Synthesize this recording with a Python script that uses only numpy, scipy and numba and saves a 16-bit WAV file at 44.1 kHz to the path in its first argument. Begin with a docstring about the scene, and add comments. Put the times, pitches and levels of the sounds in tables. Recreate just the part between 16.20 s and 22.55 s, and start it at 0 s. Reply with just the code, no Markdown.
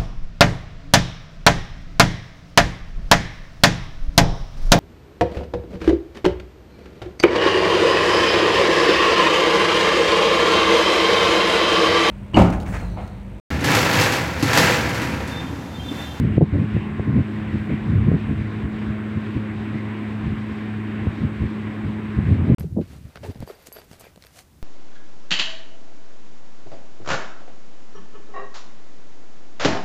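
"""An electric fan runs in a room: its motor hums near 107 Hz and its blades rush steadily.
The hum is a stack of sine waves; the rush and a faint hiss are coloured noise.
The fan's draught reaches the microphone: noise makes an uneven rumble and the dull thumps of gusts,
and short pressure pulses make sharp slaps. The strongest briefly push the recorder's gain down."""
import sys
import numpy as np
from scipy import signal
from scipy.fft import rfft, irfft
from scipy.io import wavfile
from scipy.ndimage import uniform_filter1d, minimum_filter1d, map_coordinates
from numba import njit

SR = 44100
rng = np.random.default_rng(int(sys.argv[2]) if len(sys.argv) > 2 else 0)


def log_audio(samples):
    """Write samples as a 16-bit WAV file to the path given in sys.argv[1]."""
    # one column per channel
    frames = np.atleast_2d(samples).T
    # limit to full scale, then quantise
    limited = np.clip(frames, -1, 1)
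    pcm = np.round(limited * 32767).astype(np.int16)
    wavfile.write(sys.argv[1], SR, pcm)


N = 279946  # length in samples
TIME = np.arange(N) / SR  # seconds

# Colour of the buffeting air, used by the draught and the gusts.
# Each row: frequency in Hz, relative level in dB per Hz.
BUFFET = [(20, -34.5), (35, -21.5), (52, -9.5), (72, 1), (105, 3.5), (160, -1), (250, -7.5), (350, -24),
          (480, -35)]


def undb(db):
    """Turn decibels into a gain."""
    return 10 ** (np.asarray(db) / 20)


def curve(rows):
    """Join rows of (seconds, value) by straight lines."""
    return np.interp(TIME, *np.transpose(rows))


def noise(spectrum):
    """Noise of rms 1 with the given colour, falling 24 dB per octave beyond its ends."""
    hz, db = np.transpose(spectrum)
    octave = np.log2(np.maximum(np.fft.rfftfreq(N, 1 / SR), 1))
    nearest = np.clip(octave, np.log2(hz[0]), np.log2(hz[-1]))
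    octaves_outside = np.abs(octave - nearest)
    gain = undb(np.interp(octave, np.log2(hz), db) - 24 * octaves_outside)
    coloured = irfft(rfft(rng.standard_normal(N)) * gain, N)
    return coloured / coloured.std()


def walk(rate):
    """Smooth random curve of spread 1 that heads for a new value rate times a second."""
    steps = rng.standard_normal(1024)
    joined = np.interp(TIME * rate, np.arange(len(steps)), steps)
    smooth = uniform_filter1d(joined, int(SR / rate / 2))
    return smooth / smooth.std()


def hum(drift=0.22):
    """Motor hum: sine waves at multiples of one pitch, each wavering in the moving air."""
    # Motor speed. Each row: time in seconds, pitch of the hum in Hz.
    motor_pitch = [(0, 106.2), (.8, 105.8), (1.8, 106.1), (2.8, 106.75), (4.6, 106.8), (5.5, 106.55),
                   (6.35, 106.7)]
    # Sine waves of the hum. Each row: multiple of the pitch, middle rms level in dB, size of the waver in dB.
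    hum_partials = [(1, -34, 1.5), (2, -29.5, 1), (3, -42, 2), (5, -65.5, 7), (6, -68, 6.5),
                    (7, -61.5, 3.5), (10, -58.5, -2.5)]
    phase = 2 * np.pi * np.cumsum(curve(motor_pitch)) / SR
    out = 0
    for multiple, db, waver_db in hum_partials:
        # drift is in radians per dB of waver
        shift = 2 * np.pi * rng.random() + drift * waver_db * walk(6.1)
        gain = np.sqrt(2) * undb(db + waver_db * walk(6.5))  # root 2 turns rms into peak
        out = out + gain * np.sin(round(multiple) * phase + shift)
    return out


def blades(rush_db=-35.0, sway_db=1.53, hiss_db=-68):
    """Rush of air off the blades: each part of its range sways on its own, with a smooth hiss."""
    # Colour of the rush in the room. Each row: frequency in Hz, relative level in dB per Hz.
    rush_colour = [(170, 10.5), (325, 14), (420, 9), (500, -1), (860, -1.5), (1060, 1.5), (1230, -2.5),
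                   (1600, 0), (2000, -0.5), (2400, -3.5), (3400, -13.5), (3720, -14), (4100, -20),
                   (6000, -32.5)]
    # Colour of the faint top hiss. Each row: frequency in Hz, relative level in dB per Hz.
    hiss_colour = [(4000, -8), (6200, -5), (7200, 1), (8200, 4), (9700, -7.5), (12500, -11.5), (13500, -7),
                   (15500, -7)]
    air = rfft(noise(rush_colour))
    octave = np.log2(np.clip(np.fft.rfftfreq(N, 1 / SR), 250, 4000) / 250)  # counted from 250 Hz
    rush = 0
    for centre in np.arange(9) / 2:
        share = np.maximum(0, 1 - 2 * np.abs(octave - centre))  # overlapping half-octave bands
        band = irfft(air * share, N)
        rush = rush + band * undb(sway_db * walk(19))
    hiss = noise(hiss_colour) * undb(hiss_db + .5 * walk(8))
    return rush * undb(rush_db) + hiss


def draught(rumble_db=9, churn_db=3.0):
    """Low rumble of air that churns over the microphone port: noise with an uneven level."""
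    # Strength of the draught. Each row: time in seconds, rumble level in dB before rumble_db is added.
    draught_level = [(0.0, -27.5), (0.44, -41), (0.83, -39), (1.17, -44.5), (1.77, -32), (2.35, -40.5),
                     (3.98, -51.5), (4.1, -42), (4.51, -51.5), (5.04, -39.5), (5.62, -49), (6.35, -30)]
    level_db = curve(draught_level) + rumble_db + churn_db * walk(22)
    return noise(BUFFET) * undb(level_db)


def gusts(thump_db=0.5, spread=0.98):
    """Each gust is a short swell of low rumble; the harder it blows, the more fine turbulence it carries."""
    # Gusts that hit the microphone. Each row: middle in seconds, rumble level in dB before thump_db is added,
    # half length in seconds before spread scales it, centre of the rumble in Hz.
    gust_list = [(0.038, -17.5, 0.091, 104.7), (0.183, -10.5, 0.017, 114.5), (0.228, -6.5, 0.017, 151),
                 (0.347, -11.5, 0.019, 125), (0.412, -17.5, 0.041, 145), (.56, -21, 0.039, 109.5),
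                 (0.801, -23, 0.02, 99.5), (0.892, -16.5, 0.024, 121), (0.975, -13, 0.036, 119.4),
                 (1.357, -18, 0.022, 118), (1.522, -18, 0.026, 134.6), (1.752, -20, 0.1, 104.7),
                 (1.885, -13, 0.019, 125.5), (1.947, -15, .027, 105.3), (2.107, -19, 0.032, 119.7),
                 (2.214, -24.5, .035, 106), (2.692, -26, 0.02, 125), (2.97, -21, 0.017, 135),
                 (3.17, -18.5, 0.016, 133), (3.557, -24.5, 0.018, 152), (4.066, -25, 0.052, 91),
                 (4.878, -19.5, 0.021, 79), (5.041, -18, 0.027, 102), (5.233, -19, .035, 89.4),
                 (5.672, -23.5, 0.036, 115.3), (5.985, -15, 0.015, 119), (6.116, -15, 0.048, 110),
                 (6.207, -20.5, 0.06, 125), (6.311, -10.5, 0.034, 133.6)]
    # Colour of the fine turbulence. Each row: frequency in Hz, relative level in dB per Hz.
    flutter_colour = [(160, -1), (250, 1), (340, -3.5), (480, -13.5), (700, -22.5), (1000, -35.5),
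                      (1500, -50.5)]
    buffet_hz = 109.93  # centre of the rumble at its normal speed
    hard_gust_db = -9.5  # rumble of a hard gust, before thump_db
    flutter_db, flutter_growth = -18.5, 1.28  # turbulence in a hard gust; dB it gains per dB of rumble

    coarse, fine = noise(BUFFET), noise(flutter_colour)
    out = np.zeros(N)
    for s, rumble_db, length, centre_hz in gust_list:
        near = np.abs(TIME - s) < .2
        t = TIME[near] - s
        swell = np.exp(-(t / (spread * length)) ** 2)
        weight = swell ** 2 / np.sum(swell ** 2)
        # smaller eddies sweep over the port faster: reading the noise faster lifts its pitch
        read_at = (s + t * centre_hz / buffet_hz) * SR
        rumble = map_coordinates(coarse, [read_at], order=1, mode="mirror")
        fine_db = flutter_db + flutter_growth * (rumble_db - hard_gust_db)
        for air, db in ((rumble, rumble_db + thump_db), (fine[near], fine_db)):
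            # the gust's strength sets the energy of its swell
            rms = np.sqrt(np.sum(weight * air ** 2))
            out[near] += air * swell * undb(db) / rms
    return out


def slaps(slap_db=-1, bass_cut_hz=115):
    """Single pressure pulses; the microphone's bass cut turns each into a few slowing swings."""
    # Sharp slaps where the air breaks over the port. Each row: time in seconds,
    # peak level in dB before slap_db is added, half width of the pulse in seconds.
    slap_list = [(0.1808, 5.5, 0.00054), (0.2107, -1, 0.00043), (0.2164, 2, 0.00042), (0.2231, -1, 0.00084),
                 (0.3425, -6.5, 0.0011), (0.385, -10, 0.00066), (0.5665, -11, 0.00048),
                 (0.7966, -13.5, 0.00036), (.9879, -11.5, 0.00058), (1.504, -15, 0.00046),
                 (1.9169, -6, 0.00054), (1.942, -7, 0.00076), (4.8697, -12, 0.00059), (6.3045, -6, 0.00059)]
    bass_cut = signal.butter(4, bass_cut_hz, "high", fs=SR, output="sos")
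    out = np.zeros(N)
    for s, db, width in slap_list:
        near = np.abs(TIME - s) < .06
        pulse = np.exp(-.5 * ((TIME[near] - s) / width) ** 2)
        swing = signal.sosfilt(bass_cut, pulse)
        out[near] += swing * undb(db + slap_db) / np.abs(swing).max()
    return out


def scene():
    """Add up the fan and its draught at one microphone."""
    return (hum() + blades() + draught() + gusts() + slaps())[None]


@njit
def follow(x, attack, release):
    """Follow the loudness of x, rising fast and falling slowly."""
    out, level = np.empty(len(x)), 0.
    for i in range(len(x)):
        size = abs(x[i])
        level += (size - level) * (attack if size > level else release)
        out[i] = level
    return out


def record(dry, limit_db=-4.5, ratio=5, attack_s=0.00066, release_s=0.22, top_hz=15720):
    """A limiter turns everything down when the level passes its limit, then recovers; the top is cut."""
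    envelope = follow(dry[0], 1 / (attack_s * SR), 1 / (release_s * SR))
    gain = np.minimum(1, undb(limit_db) / (envelope + 1e-9)) ** (1 - 1 / ratio)
    # start each dip a little early and round its edges
    gain = uniform_filter1d(minimum_filter1d(gain, size=256), size=256)
    top_cut = signal.ellip(10, .2, 80, top_hz, fs=SR, output="sos")
    return signal.sosfilt(top_cut, dry * gain)


dry = scene()
out = record(dry)
log_audio(out)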